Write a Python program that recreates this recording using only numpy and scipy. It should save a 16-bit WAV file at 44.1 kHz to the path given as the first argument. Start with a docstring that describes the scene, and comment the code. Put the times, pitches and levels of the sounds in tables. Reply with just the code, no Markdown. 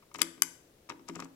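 """A computer mouse on a wooden desk, close to a phone: a button behind the wheel creaks, snaps down and snaps back.
Then the finger rolls the wheel over a few notches: the pawl scrapes over a tooth and knocks the plastic shell.
Short rough contacts excite ringing modes of button and shell; thumps hum on in the desk; a small room answers.
The right microphone is turned away and hears little treble. Steady room tone lies under it all."""
import sys
import numpy as np
from scipy import signal
from scipy.fft import rfft, irfft
from scipy.io import wavfile
from scipy.ndimage import uniform_filter1d, minimum_filter1d

SR = 44100
rng = np.random.default_rng(int(sys.argv[2]) if len(sys.argv) > 2 else 0)


def transcribe(signal):
    """Save signal, clipped to [-1, 1], as a 16-bit WAV file at the path in sys.argv[1]."""
    frames = np.atleast_2d(signal).T
    limited = np.clip(frames, -1, 1)
    pcm = np.round(limited * 32767).astype(np.int16)
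    wavfile.write(sys.argv[1], SR, pcm)


N = 59535
T = np.arange(N) / SR
REF_S = 0.005  # levels of short sounds are their energy spread over this time

# Button snaps, down then up, level before the low cut:
# [t/s, level/dB, contact length/s, desk thump level/dB, place of the load: 0 heel to 1 nose of the mouse]
SNAPS = [(0.2167, -14, 0.0021, -33, 0), (0.4204, -12.5, 0.0024, -42, 0.65)]
# Modes of the button: [f/Hz, t60/s, relative energy level going down/dB, the same coming up/dB]
BUTTON_MODES = [(1150, 0.016, -18.5, -4), (1470, 0.02, -23.5, -6), (1726, .012, -20, -6),
                (2360, 0.012, -8.5, -7.5), (3010, 0.024, -8.5, -5.5), (3490, .01, -3.5, -18.5),
                (4954, 0.013, 1.5, 1), (6240, 0.0084, -10.5, 2), (7260, 0.01094, 0, 3),
                (7740, 0.018, -2.5, -7.5), (9500, .011, -10.5, 0.5), (10750, .009, -1, 6.5),
                (11450, .008, -13.5, 7), (12840, 0.0063, -7, -1.5)]
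# Colour of the broad crack of a snap: [f/Hz, relative level/dB]
CRACK_COLOUR = [(100, -23.5), (720, -22.5), (1050, 5.5), (2100, 5.5), (2800, -10), (5000, 2.5), (9000, 4.5),
                (13000, 5), (16000, -14.5)]
CRACK_DB, CRACK_S = -6, 0.0046  # level against the snap, contact length
BUTTON_LOW_HZ = 950  # so small a part radiates little below this

# Scrapes of a spring catch over plastic: [t/s, level/dB, length/s, treble tilt/(dB per octave)]
SCRAPES = [(0.1405, -41.5, 0.013, 5), (0.159, -46, 0.018, -0.5), (0.184, -45, 0.007, 11),
           (0.202, -43.5, 0.012, -3.5), (0.8952, -39.5, 0.0052, -3), (1.0858, -38.5, 0.009, -1),
           (1.156, -40.5, 0.0052, 0.5), (1.2, -40, 0.0079, 3.5), (1.2447, -48.5, 0.0075, 2)]
# Colour of a scrape: [f/Hz, relative level/dB]
SCRAPE_COLOUR = [(300, -16.5), (2000, -12), (4400, -10), (5100, 0.5), (5900, -2), (6400, -1), (7700, -1),
                 (8800, -11), (10700, -12.5), (12000, -19.5), (15500, -24)]
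GRAIN_DB, GRAIN_S = 4, 0.00053  # a scrape sticks and slips: scatter of its strength, length of one slip
# Knocks of the mechanism in the shell:
# [t/s, level/dB, contact length/s, treble tilt/(dB per octave), desk thump level/dB, place of the load 0-1]
KNOCKS = [(0.02, -56, 0.03, -2.5, -85, 0.2), (0.113, -54, 0.0084, -3, -70.5, 0.3),
          (0.1459, -40, 0.0034, 0, -64, 0.4), (0.1556, -43.5, 0.0029, 3, -44, 0.63),
          (0.187, -42.5, 0.0011, -2.5, -89, .5), (0.1924, -41, 0.0035, 3.5, -43, 1),
          (0.2097, -41, 0.0038, -5, -68, 0.7), (0.2122, -39, 0.012, 3.5, -60, .5),
          (0.2186, -25.5, 0.002, 6, -47, 0.45), (0.378, -56, 0.0033, 1, -47.5, .3),
          (0.8892, -48, 0.0043, -0.5, -53.5, 0.13), (0.8989, -36, 0.0019, 1, -43.5, 0.77),
          (0.909, -46.5, 0.0047, -2, -48.5, 0.13), (0.9192, -47.5, 0.0029, -3, -42, 0.35),
          (0.993, -57, 0.0064, -0.5, -46, 0.37), (1.081, -51, 0.0036, 4.5, -55, 0.4),
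          (1.086, -45, 0.0078, -4, -59, 0.7), (1.094, -44, 0.013, 0.5, -33, 0.3),
          (1.151, -48.5, 0.0036, 1, -58, 0.65), (1.159, -46.5, 0.0032, -1.5, -52, .9),
          (1.1643, -51.5, 0.0023, -2, -36.5, 0.83), (1.1919, -44, 0.0042, -7.5, -59, .9),
          (1.2005, -41.5, 0.0018, 1.5, -63, .9), (1.2221, -43, 0.0038, -1, -38, 1),
          (1.2538, -53.5, 0.0028, -5, -48.5, 0.36)]
# Modes of the shell: [f/Hz, t60/s, relative energy level/dB]
SHELL_MODES = [(933, 0.035, -1.5), (1223, 0.016, 3.5), (1490, 0.013, -8), (2180, 0.022, 0),
               (2710, 0.0062, -0.5), (3110, .016, -10), (3860, 0.028, -7), (5280, 0.011, -4),
               (5860, 0.019, -6.5)]
# Colour of the loose rattle with a knock: [f/Hz, relative level/dB]
RATTLE_COLOUR = [(30, -21.5), (100, -11.5), (300, -6.5), (700, -6), (1200, 0), (2600, -2), (4200, -13),
                 (7500, -20), (11000, -31.5), (16000, -39)]
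RATTLE_DB, RATTLE_S = 1.5, 0.014  # level against the knock, contact length
RATTLE_FROM_DB = -54  # lighter taps only ring the shell
RATTLE_MAX_DB = -37.5  # the loose parts have little play: their rattle grows no louder than this

# Soft rubbing of the fingertip on the wheel: [t of the peak/s, length/s, level/dB]
RUBS = [(1.078, .012, -62), (1.15, 0.04, -60), (1.198, 0.021, -51.5), (1.242, 0.016, -54)]
# Colour of the rubbing: [f/Hz, relative level/dB]
RUB_COLOUR = [(300, 13), (3000, 11), (6000, 7), (7700, 12), (9500, -15), (16000, -35)]

# Modes of the desk: [f/Hz, t60/s, relative level loaded at the heel/dB, the same loaded at the nose/dB]
DESK_MODES = [(170.5, 0.35, -10, -4.5), (205, 0.33, -19, -21.5), (259.3, 0.52, -10, -11),
              (271.9, 0.49, -18.5, 2), (291.3, 0.29, -8, -9), (332.5, 0.32, -2, -11.5),
              (390.8, 0.055, -15, -5.5), (484.4, .2, -26, -18), (548, 0.3, -24.5, -20)]
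SWELL_S = 0.011  # time scale on which the hum builds up
# Colour of the dull thud of a thump: [f/Hz, relative level/dB]
THUD_COLOUR = [(30, -22), (80, -9.5), (220, 6), (450, -6), (800, -8.5), (2000, -37.5), (16000, -76.5)]
THUD_DB, THUD_S = -6, 0.0052  # level against the hum, contact length

# Loss of direct sound at the right microphone: [f/Hz, level/dB]
DIRECT_SHADOW = [(100, -13), (300, -1.5), (700, -7), (1200, -1), (2300, -15.5), (4500, -25), (8000, -29.5),
                 (14000, -46)]
# Loss of the room's answer at the right microphone: [f/Hz, level/dB]
ROOM_SHADOW = [(100, -10.5), (1200, -2.5), (2300, -2), (4500, -8.5), (8000, -21), (14000, -22)]

# Colour of the room's answer: [f/Hz, level/dB]
ROOM_COLOUR = [(100, 1.5), (300, 6.5), (480, 12.5), (800, 10.5), (1200, 2.5), (2300, -1.5), (3500, -2),
               (5000, -3.5), (8000, 0.5), (11500, -3), (15000, -15.5)]
ECHO_DB, ECHO_DELAY_S, ECHO_S = -16, 0.009, 0.005  # early reflections before colour: level, first arrival, spread
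ROOM_DB, ROOM_DELAY_S = -17, 0.0064  # diffuse tail before colour: level, first arrival
ROOM_T60_S, TREBLE_T60_S, TREBLE_HZ = 0.46, 0.35, 7300  # decay below and above TREBLE_HZ
# what goes into the room, against what goes straight to the phone
RING_SEND_DB, CRACK_SEND_DB, HUM_SEND_DB = -0.5, 3, -4.5

# Colour of the steady room tone: [f/Hz, relative level/(dB per Hz)]
TONE_COLOUR = [(25, -7), (100, -0.5), (200, -4.5), (320, 0.5), (550, -3), (900, -13), (2000, -16),
               (5000, -19.5), (12000, -22.5), (16000, -22)]
TONE_LEFT_DB, TONE_RIGHT_DB = -61.5, -64.5
TONE_SHARED_HZ = 491.5  # below this both microphones hear the same room tone

CEILING, LIMIT_S = 0.9, 0.001  # limiter: peak amplitude, window
TOP_HZ = 16000  # upper edge of the phone's sound


def button():
    """Each snap rings the button's modes, with a broad crack on top; returns ring and crack."""
    rings, cracks = np.zeros(N), np.zeros(N)
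    for k, (s, db, length, *_) in enumerate(SNAPS):
        modes = [(m[0], m[1], m[2 + k]) for m in BUTTON_MODES]  # down first, then up
        body = ring(modes, 0.05)
        add(rings, s, unit(conv(contact(length), body)), db)
        add(cracks, s, unit(colour(contact(CRACK_S), CRACK_COLOUR)), db + CRACK_DB)
    low_cut = signal.butter(4, BUTTON_LOW_HZ, "high", fs=SR, output="sos")
    return signal.sosfilt(low_cut, [rings, cracks])


def ratchet():
    """Grainy scrapes of the catch, and knocks that ring the shell; the firmer ones rattle it too."""
    out = np.zeros(N)
    shell = ring(SHELL_MODES, 0.06)
    for s, db, length, slope_db in SCRAPES:
        scrape = colour(stick_slip(length), SCRAPE_COLOUR)
        add(out, s, unit(tilt(scrape, slope_db)), db)
    for s, db, length, slope_db, *_ in KNOCKS:
        knock = conv(contact(length), shell)
        add(out, s, unit(tilt(knock, slope_db)), db)
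        if db > RATTLE_FROM_DB:
            rattle = colour(contact(RATTLE_S), RATTLE_COLOUR)
            add(out, s, unit(tilt(rattle, slope_db)), min(db + RATTLE_DB, RATTLE_MAX_DB))
    return out


def stick_slip(length, size=2048):
    """A sliding contact that catches and lets go unevenly."""
    slips = rng.standard_normal(size)
    strength = np.interp(T[:size] / GRAIN_S, np.arange(size), slips)
    return contact(length) * undb(GRAIN_DB * strength)


def fingertip():
    """Skin rubs faintly on the wheel: coloured noise that swells and fades smoothly."""
    strength = sum(undb(db) * np.exp(-2 * ((T - s) / length) ** 2) for s, length, db in RUBS)
    return hiss(RUB_COLOUR) * strength


def desk():
    """Snaps and knocks thud on the desk top, which hums on; the place of the load shifts its mode balance."""
    out = np.zeros(N)
    for s, *_, db, place in list(SNAPS) + list(KNOCKS):
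        modes = [(hz, t60, np.interp(place, [0, 1], [heel_db, nose_db]))
                 for hz, t60, heel_db, nose_db in DESK_MODES]
        add(out, s, ring(modes, 0.5, SWELL_S), db)
        add(out, s, unit(colour(contact(THUD_S), THUD_COLOUR)), db + THUD_DB)
    return out


def room(x):
    """A cluster of early reflections and a short diffuse tail whose treble dies first."""
    early = rng.standard_normal(N) * ((T > ECHO_DELAY_S) & (T < ECHO_DELAY_S + ECHO_S))
    tail = np.zeros(N)
    for kind, t60 in (("low", ROOM_T60_S), ("high", TREBLE_T60_S)):
        band = signal.butter(2, TREBLE_HZ, kind, fs=SR, output="sos")
        tail += signal.sosfilt(band, rng.standard_normal(N)) * np.exp(-np.log(1000) * T / t60)
    tail *= T > ROOM_DELAY_S
    response = undb(ECHO_DB) * unit(early) + undb(ROOM_DB) * unit(tail)
    return colour(conv(x, response), ROOM_COLOUR)


def room_tone():
    """Steady air of the room: the bass is shared by both microphones, the treble is not."""
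    left, other = hiss(TONE_COLOUR), hiss(TONE_COLOUR)
    low = signal.butter(2, TONE_SHARED_HZ, "low", fs=SR, output="sos")
    high = signal.butter(2, TONE_SHARED_HZ, "high", fs=SR, output="sos")
    right = signal.sosfiltfilt(low, left) + signal.sosfilt(high, other)
    return np.array([undb(TONE_LEFT_DB) * left, undb(TONE_RIGHT_DB) * right])


def contact(length, size=2048):
    """A brief rough contact: a flurry of tiny impacts with an even spectrum."""
    u = T[:size] / max(length, 1 / SR)
    env = (1 - np.exp(-20 * u)) * np.exp(-2 * u ** 2)
    x = rng.standard_normal(size) * env
    for _ in range(4):  # flatten the spectrum, then shape in time again
        z = rfft(x)
        x = irfft(z / (abs(z) + 1e-12)) * np.sqrt(env)
    return unit(x)


def ring(modes, length, swell=1e-5):
    """Response of decaying (f/Hz, t60/s, energy/dB) modes that build up on a time scale of `swell` seconds."""
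    t = T[:int(length * SR)]
    rise = 1 - np.exp(-(t / swell) ** 2)
    out = np.zeros(len(t))
    for k, (hz, t60, db) in enumerate(modes):
        mode = rise * np.sin(2 * np.pi * hz * t) * np.exp(-np.log(1000) * t / t60)
        out += (-1) ** k * undb(db) * unit(mode)  # neighbours in opposite polarity
    return unit(out)


def hiss(points):
    """Steady coloured noise of rms one."""
    x = colour(rng.standard_normal(N), points)
    return x / np.std(x)


def colour(x, points, size=2048):
    """Causal minimum-phase filter through (f/Hz, level/dB) points."""
    hz, db = np.array(points).T
    f = np.maximum(np.arange(size // 2 + 1) * SR / size, 1)
    cep = irfft(np.log(undb(np.interp(np.log(f), np.log(hz), db))))
    cep[1:size // 2] *= 2  # fold the cepstrum onto positive time
    cep[size // 2 + 1:] = 0
    return conv(x, irfft(np.exp(rfft(cep))))


def tilt(x, db):
    """Slope the four octaves above 1 kHz by so many dB each."""
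    return colour(x, [(1000, 0), (16000, 4 * db)])


def conv(x, h):
    """Pass a sound through a response."""
    return signal.fftconvolve(x, h)[:N]


def add(track, s, x, db):
    """Place a short sound of unit energy on a track at a time and level."""
    i = max(int(s * SR), 0)
    x = x[:max(N - i, 0)]
    track[i:i + len(x)] += x * undb(db) * np.sqrt(REF_S * SR)


def unit(x):
    """Scale to an energy of one."""
    return x / np.sqrt(np.sum(x ** 2) + 1e-20)


def undb(db):
    """Decibels to gain."""
    return 10 ** (np.asarray(db) / 20)


def scene():
    """The mouse and desk in the room, at the near and the shaded microphone."""
    rings, cracks = button()
    wheel = ratchet() + fingertip()
    hum = desk()
    direct = wheel + hum + rings + cracks
    sent = wheel + undb(HUM_SEND_DB) * hum + undb(RING_SEND_DB) * rings + undb(CRACK_SEND_DB) * cracks
    # each microphone gets its own draw of the room
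    left = direct + room(sent)
    right = colour(direct, DIRECT_SHADOW) + colour(room(sent), ROOM_SHADOW)
    return np.array([left, right]) + room_tone()


def record(dry):
    """The phone's fast limiter holds the peaks under full scale; the top is cut."""
    size = int(LIMIT_S * SR)
    needed_gain = CEILING / np.maximum(abs(dry), CEILING)
    gain = uniform_filter1d(minimum_filter1d(needed_gain, size), size)
    top_cut = signal.butter(10, TOP_HZ, fs=SR, output="sos")
    return signal.sosfiltfilt(top_cut, dry * gain)


dry = scene()
out = record(dry)
transcribe(out)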